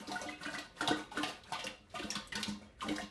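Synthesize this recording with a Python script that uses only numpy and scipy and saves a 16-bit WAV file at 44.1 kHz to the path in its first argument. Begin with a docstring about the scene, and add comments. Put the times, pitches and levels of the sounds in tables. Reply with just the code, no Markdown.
"""Dog lapping water from a toilet bowl

A dog laps water from a ceramic bowl under a half-closed lid, in a small hard bathroom, heard in mono.
Trapped bubbles ring as rising damped sines; slaps throw filtered noise and showers of droplet tones;
scoops pump the air under the lid, whose modes boom; small bubbles and noise churn with each lap.
Bowl resonances and decaying noise echoes colour the water, over faint hum, hiss and a low rumble."""
import sys
import numpy as np
from scipy import signal
from scipy.fft import rfft, irfft, next_fast_len
from scipy.io import wavfile
from scipy.ndimage import map_coordinates

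SR = 44100
rng = np.random.default_rng(int(sys.argv[2]) if len(sys.argv) > 2 else 0)


def volts(x):
    """Linear amplitude factor 10**(x/20) for a level x in dB, scalar or array-like."""
    e = np.asarray(x, float) / 20
    return 10 ** e


def waveform_to_disk(signal):
    """Save audio, clipped to [-1, 1], as 16-bit WAV at the path in sys.argv[1]."""
    frames = np.transpose(np.atleast_2d(signal))
    scaled = np.clip(frames, -1, 1) * 32767
    samples = np.round(scaled).astype(np.int16)
    wavfile.write(sys.argv[1], SR, samples)


N = 136710  # length [samples]

# Steady hum and hiss, relative density: (frequency [Hz], level [dB per Hz])
HUM_SPECTRUM = [(24, -17), (40, 21.5), (616, 7.5), (1070, -26), (1950, 4.5), (8410, -61), (12400, -27)]
# Low rumble near the microphone, before its random lumps: (time [s], level [dB])
RUMBLE_LEVEL = [(0, -74.5), (1.9, -67.5), (3.1, -60.5)]
# Colour of the rumble, relative density: (frequency [Hz], level [dB per Hz])
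RUMBLE_SPECTRUM = [(28, -22), (50, 0), (100, -3), (140, -16), (400, -70)]
# Laps that stir the water: (time [s], level [dB], time from onset to fall [s])
LAPS = [(-.2, -51.5, .2), (0.052, -55.5, 0.26), (0.375, -52.5, 0.27), (0.74, -49.5, 0.26),
        (1.115, -49.5, 0.22), (1.442, -53, 0.26), (1.91, -55, 0.3), (2.333, -51.5, 0.17),
        (2.589, -64, 0.051), (2.777, -52.5, 0.23)]
# Noise of sloshing water, relative density: (frequency [Hz], level [dB per Hz])
SLOSH_SPECTRUM = [(71, -94), (120, -9), (207, -0.5), (431, -16), (1460, -8), (1710, -18.5), (4090, -17.5),
                  (10400, -22.5), (12400, -45)]
# Noise of spray, relative density: (frequency [Hz], level [dB per Hz])
SPRAY_SPECTRUM = [(720, -16), (1480, -4.5), (3860, -6.5), (5070, -9), (9680, -9), (12400, -9)]
# Scoops that pump the air under the lid:
# (time [s], relative level [dB], centre of excitation [Hz], share of the free ring time [ratio])
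GULPS = [(0.009, -32, 236.6, 0.22), (0.085, -35.5, 287, 0.53), (0.26, -41, 271, 0.97),
         (0.463, -41.5, 281, 0.84), (0.58, -46.5, 282, 0.81), (0.822, -38.5, 292, 0.97),
         (0.914, -28, 320, 0.88), (1.181, -31, 318, 0.65), (1.523, -50, 145, 0.68), (1.653, -36, 200, 0.65),
         (1.799, -51, 217, 1), (1.998, -40.5, 360, 0.84), (2.045, -37, 235, 0.83),
         (2.164, -33.5, 188, 0.45), (2.36, -39, 215, 0.91), (2.483, -34, 210, 0.85),
         (2.624, -43, 191, 0.52), (2.847, -37, 223, 1), (2.884, -33.5, 218, 0.8), (2.897, -30, 370, 0.52),
         (3.03, -38, 201, 0.44)]
# Modes of the air under the lid: (mean frequency [Hz], mean gain [dB], free 60 dB decay [s])
CAVITY_MODES = [(93, 25, 0.072), (150.7, 5, 0.17), (206.6, 5, 0.3), (302, 8.5, 0.28), (344, 7.5, 0.13),
                (467, 9.5, 0.16), (567.8, 14.5, 0.15)]
# Slaps that throw spray: (time [s], relative level [dB], centre pitch [Hz], shower length [s])
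SPLASHES = [(0.0733, -34, 4800, 0.049), (0.1175, -33, 4150, 0.018), (0.216, -32.5, 6070, 0.024),
            (0.263, -33.5, 3480, 0.12), (0.4325, -37, 4130, 0.038), (0.53, -34, 4300, 0.066),
            (0.582, -30.5, 4120, 0.05), (0.7682, -48, 3380, 0.029), (0.8073, -30.5, 3500, 0.049),
            (0.8764, -19, 3730, 0.031), (1.112, -41.5, 3440, 0.08), (1.171, -31, 3220, 0.072),
            (1.233, -20.5, 2890, 0.047), (1.278, -30.5, 4400, 0.072), (1.437, -41.5, 3880, 0.013),
            (1.529, -25.5, 3340, 0.069), (1.5915, -30.5, 3250, 0.084), (1.6424, -34.5, 5640, 0.033),
            (1.6674, -29.5, 2660, 0.027), (1.8965, -46, 4060, 0.082), (1.951, -32.5, 3080, 0.058),
            (1.988, -30, 3230, 0.057), (2.033, -31.5, 3505, 0.041), (2.1045, -21.5, 5590, 0.027),
            (2.154, -26, 3550, 0.045), (2.274, -43.5, 7980, 0.031), (2.3219, -32.5, 2990, 0.033),
            (2.3544, -25.5, 4320, 0.036), (2.4307, -21.5, 3880, 0.029), (2.475, -33.5, 5200, 0.11),
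            (2.808, -32, 3070, 0.043), (2.885, -31, 3330, 0.04), (2.9613, -32.5, 5000, 0.037),
            (3.0096, -32.5, 4020, 0.095)]
# Bubbles trapped by the tongue: (time [s], relative level [dB], starting pitch [Hz], 60 dB decay [s])
PLOPS = [(0.116, -33, 722, 0.046), (0.157, -34, 1446, 0.042), (0.216, -34, 577, 0.066),
         (0.288, -36, 2030, 0.039), (0.328, -48.5, 2096, 0.069), (0.412, -42.5, 1480, 0.04),
         (0.453, -32.5, 1890, 0.018), (0.46, -26.5, 1520, 0.015), (0.541, -33.5, 1544, 0.031),
         (0.551, -32.5, 1950, 0.024), (0.809, -20, 1405, 0.018), (0.817, -29, 765, 0.021),
         (0.826, -26, 1793, 0.0092), (0.882, -17, 751, 0.019), (0.911, -26, 1496, 0.024),
         (1.117, -37.5, 843, 0.032), (1.173, -22.5, 1420, 0.018), (1.235, -24, 769, 0.021),
         (1.259, -45.5, 772, 0.023), (1.522, -17, 828, 0.01), (1.589, -35.5, 642, 0.037),
         (1.639, -36.5, 513, 0.041), (1.668, -35, 2550, 0.011), (1.941, -38.5, 670, 0.055),
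         (1.955, -40.5, 1194, 0.057), (2.026, -38.5, 1540, 0.021), (2.049, -35.5, 500, 0.034),
         (2.121, -37, 1780, 0.015), (2.156, -33, 1129, 0.026), (2.325, -29, 1955, 0.018),
         (2.355, -30, 1642, 0.024), (2.614, -47, 626, 0.038), (2.63, -53, 2286, 0.025),
         (2.819, -29.5, 1228, 0.02), (2.827, -33.5, 1037, 0.039), (2.889, -28.5, 2126, 0.011),
         (2.889, -38.5, 490, 0.047), (2.984, -24.5, 1762, 0.011), (2.994, -38, 687, 0.037)]
# Resonances of the ceramic and its air: (frequency [Hz], width [Hz], gain [dB])
BOWL_MODES = [(520, 20, 4), (720, 25, 3), (910, 20, 4), (1062, 25, 1), (1211, 16, 6), (1480, 16, 6),
              (1860, 25, 3), (2205, 25, 2), (2767, 35, 3)]
# Reverberation of the room: (frequency [Hz], 60 dB decay [s])
ROOM_DECAY = [(200, 0.37), (1500, 0.26), (4000, 0.41), (10000, 0.14)]

HUM_DB = -65
STIR_RISE_S, STIR_FALL_S, STILL_DB = 0.056, 0.038, -73
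FIZZ_DB, SLOSH_DB, MIST_DB = -5, -8.5, -16
GULP_DB, GULP_OCTAVES, GULP_RISE_S = -5, 0.35, 0.0091
CRACK_DB, CRACK_S = -16, 0.011  # bright edge of a sharp slap and its 60 dB decay
PUFF_DB, PUFF_OCTAVES = -10, 0.55
PING_DB, PING_S = 4, 0.0074
SHARP_S = 0.032  # longer showers start softly, with less crack and ping
DROPS_DB, DROP_OCTAVES, DROP_CYCLES = -6, 0.4, 22  # cycles in a droplet's 60 dB decay
PLOP_DB, PITCH_RISE = 3.5, 0.032  # rise as a fraction of the starting pitch
SLAP_DB, SLAP_RISE_S = -14.5, 0.0031
EARLY_DB, EARLY_S = 1.5, 0.03  # quick flutter inside the bowl, over the room's tail
ROOM_DB = -2
TOP_HZ = 12450


def curve(points, at, log=False):
    """Linear interpolation through (x, value) points, optionally on a logarithmic x axis."""
    x, v = np.transpose(points)
    if log:
        return np.interp(np.log(at + 1), np.log(x + 1), v)
    return np.interp(at, x, v)


def unit(x):
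    """Normalization to a root-mean-square of 1."""
    return x / np.sqrt(np.mean(x ** 2) + 1e-20)


def filtered(x, response):
    """Linear filtering: the spectrum is multiplied by a response given as a function of frequency."""
    m = next_fast_len(len(x) + SR // 2)
    return irfft(rfft(x, m) * response(np.fft.rfftfreq(m, 1 / SR)), m)[:len(x)]


def noise(spectrum):
    """Spectral shaping of white noise, at rms 1."""
    white = rng.standard_normal(N)
    return unit(filtered(white, lambda hz: volts(curve(spectrum, hz, log=True))))


def wobble(rate):
    """Slow random modulation: a spline through random knots, rate of them a second."""
    knots = rng.standard_normal(int(N * rate / SR) + 4)
    return map_coordinates(knots, [np.arange(N) * rate / SR])


def add(out, s, x):
    """Superposition: mixes x into out from time s [s]."""
    part = out[max(round(s * SR), 0):][:len(x)]
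    part += x[:len(part)]


def bubble(t, hz, life_s, rise):
    """Bubble resonance: a damped sine whose pitch climbs as the bubble nears the surface."""
    t = np.maximum(t, 0)
    climb = rise * life_s * (t / life_s - 1 + np.exp(-t / life_s))
    phase = 2 * np.pi * hz * (t + climb)
    onset = 1 - np.exp(-t * hz * 0.32)
    return np.sin(phase) * volts(-60 * t / life_s) * onset


def hum():
    """Stationary noise: the hum and hiss of the room, with a lumpy low rumble at the microphone."""
    rumble_db = curve(RUMBLE_LEVEL, np.arange(N) / SR) + 2.5 * wobble(8)
    rumble = volts(rumble_db) * noise(RUMBLE_SPECTRUM)
    return volts(HUM_DB + 1.8 * wobble(6.1)) * noise(HUM_SPECTRUM) + rumble


def stirring():
    """Amplitude envelope of driven turbulence: up with each lap, decaying exponentially after it."""
    s, db, hold = np.transpose(LAPS)[:, :, None]
    t = np.arange(N) / SR - s
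    rise = np.clip(t / STIR_RISE_S, 0, 1)
    fall = np.exp(-np.maximum(t - hold, 0) / STIR_FALL_S)
    return volts(STILL_DB) + (volts(db) * rise * fall).sum(0)


def churn(count=2200):
    """Entrained air: many small random bubbles over sloshing noise and mist, all under the stirring."""
    r, t = rng.random((count, 3)), np.arange(1200) / SR
    spread = 0.802 * rng.standard_normal((count, 1))
    hz = 1900 * np.exp(spread).clip(0.2, 4.5)
    size = volts(-3 * np.log(r[:, 1:2] + 0.03))  # few loud, many faint
    tones = bubble(t, hz, 20 / hz, 0.35) * size
    at = (r[:, :1] * N).astype(int) + np.arange(len(t))
    fizz = volts(FIZZ_DB) * unit(np.bincount(at.ravel(), tones.ravel())[:N])
    slosh = volts(SLOSH_DB + 2.0 * wobble(39.8)) * noise(SLOSH_SPECTRUM)
    mist = volts(MIST_DB + 4.5 * wobble(66)) * noise(SPRAY_SPECTRUM)
    return stirring() * volts(2.5 * wobble(14)) * (fizz + slosh + mist)


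def gulps():
    """Cavity resonance: each scoop swells the air modes near its own pitch, unevenly."""
    out, t = np.zeros(N), np.arange(SR // 3) / SR
    f, level, t60 = np.transpose(CAVITY_MODES)[:, :, None]
    swell = 1 - np.exp(-(t / GULP_RISE_S) ** 2)
    draws = rng.standard_normal((len(GULPS), 2, len(CAVITY_MODES), 1))
    for (s, db, hz, share), r in zip(GULPS, draws):
        near = 1 / (1 + (np.log2(f / hz) / GULP_OCTAVES) ** 2)
        gain = near * volts(level + 1.5 * r[0])
        pitch = f * (1 + 0.018 * r[1])
        ring = gain * volts(-60 * t / (t60 * share)) * np.sin(2 * np.pi * pitch * t)
        add(out, s - GULP_RISE_S, volts(db + GULP_DB) * ring.sum(0) * swell)
    return out * volts(3.5 * wobble(60))


def splashes(count=26):
    """Impact and breakup: a crack, a ping, a puff of spray around its pitch, then thinning droplets."""
    out, t = np.zeros(N), np.arange(SR // 6) / SR
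    spray = noise(SPRAY_SPECTRUM) * volts(4 * wobble(250))
    draws = rng.standard_normal((len(SPLASHES), 3, count, 1))
    for (s, db, hz, length), r in zip(SPLASHES, draws):
        sharp = min(SHARP_S / length, 1) ** 2
        start = int(np.abs(np.sin(9 * r[0, 0, 0])) * (N - len(t)))  # a random stretch of spray
        puff = spray[start:][:len(t)]
        crack = sharp * puff * volts(CRACK_DB - 60 * t / CRACK_S)
        puff = unit(filtered(puff, lambda f: 1 / (1 + (np.log2((f + 1) / hz) / PUFF_OCTAVES) ** 2)))
        burst = puff * volts(PUFF_DB - 40 * t / length) * (1 - np.exp(-t * sharp / 0.0016))
        ping = sharp * volts(PING_DB) * bubble(t, hz, PING_S, PITCH_RISE)
        lag = 0.6 * length * np.abs(r[0])
        pitch = np.clip(hz * 2 ** (DROP_OCTAVES * r[1]), 1100, 11500)
        drop_gain = volts(DROPS_DB + 2.0 * r[2] - 12 * lag / length)
        drops = drop_gain * bubble(t - lag, pitch, DROP_CYCLES / pitch, 0.12)
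        add(out, s - 0.001, volts(db) * (crack + burst + drops.sum(0) + ping))
    return out


def plops():
    """Free oscillation of trapped bubbles: each rings, with weaker late neighbours and a noise slap."""
    out, t = np.zeros(N), np.arange(SR // 8) / SR
    slosh = noise(SLOSH_SPECTRUM)
    for (s, db, hz, life), r in zip(PLOPS, rng.random((len(PLOPS), 3, 3, 1))):
        late_hz = hz * (0.712 + 0.977 * r[1])
        late = 0.18 * r[2] * bubble(t - 0.037 * r[0], late_hz, life * 3.07, PITCH_RISE)
        ring = bubble(t, hz, life, PITCH_RISE) + late.sum(0)
        fade = volts(SLAP_DB - 60 * t / (2.35 * life)) * (1 - np.exp(-t / SLAP_RISE_S))
        start = int(r[0, 0, 0] * (N - len(t)))
        slap = fade * slosh[start:][:len(t)]
        add(out, s - 0.001, volts(db + PLOP_DB) * (ring + slap))
    return out


def bowl(x):
    """Modal resonance: the ceramic and its air add fixed resonant peaks to the direct sound."""
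    def response(f):
        """Sum of second-order resonances and the direct path."""
        return 1 + sum(volts(db) * 1j * f * w / (c * c - f * f + 1j * f * w) for c, w, db in BOWL_MODES)
    return filtered(x, response)


def room(x, count=16):
    """Reverberation: quick flutter and a tail dying by band, drawn anew as dog and microphone move."""
    out = np.zeros(N)
    for part in np.array_split(np.arange(N), count):
        hz, t, z = signal.stft(rng.standard_normal(SR // 2), SR, nperseg=128)
        late = volts(-60 * t / curve(ROOM_DECAY, hz, log=True)[:, None])
        early = volts(EARLY_DB - 60 * t / EARLY_S)
        tail = signal.istft(z * (late + early), SR, nperseg=128)[1]
        echo = signal.fftconvolve(x[part], tail / np.linalg.norm(tail))
        add(out, part[0] / SR + 0.002, echo)
    return out


def scene():
    """Superposition of direct and reverberant sound: water in the bowl, bowl in the room."""
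    water = bowl(plops() + splashes() + churn())
    boom = gulps()
    echoes = volts(ROOM_DB) * room(water + 0.44 * boom)
    return (water + boom + echoes + hum())[None]


def top_cut(x):
    """Nothing passes above the cut-off."""
    return signal.sosfilt(signal.butter(12, 12500, fs=SR, output="sos"), x)


def record(dry):
    """Band limitation: the treble slopes to nothing over the last 800 Hz below TOP_HZ."""
    limited = filtered(dry[0], lambda hz: np.clip((TOP_HZ - hz) / 800, 0, 1))
    return top_cut(limited[None])


dry = scene()
out = record(dry)
waveform_to_disk(out)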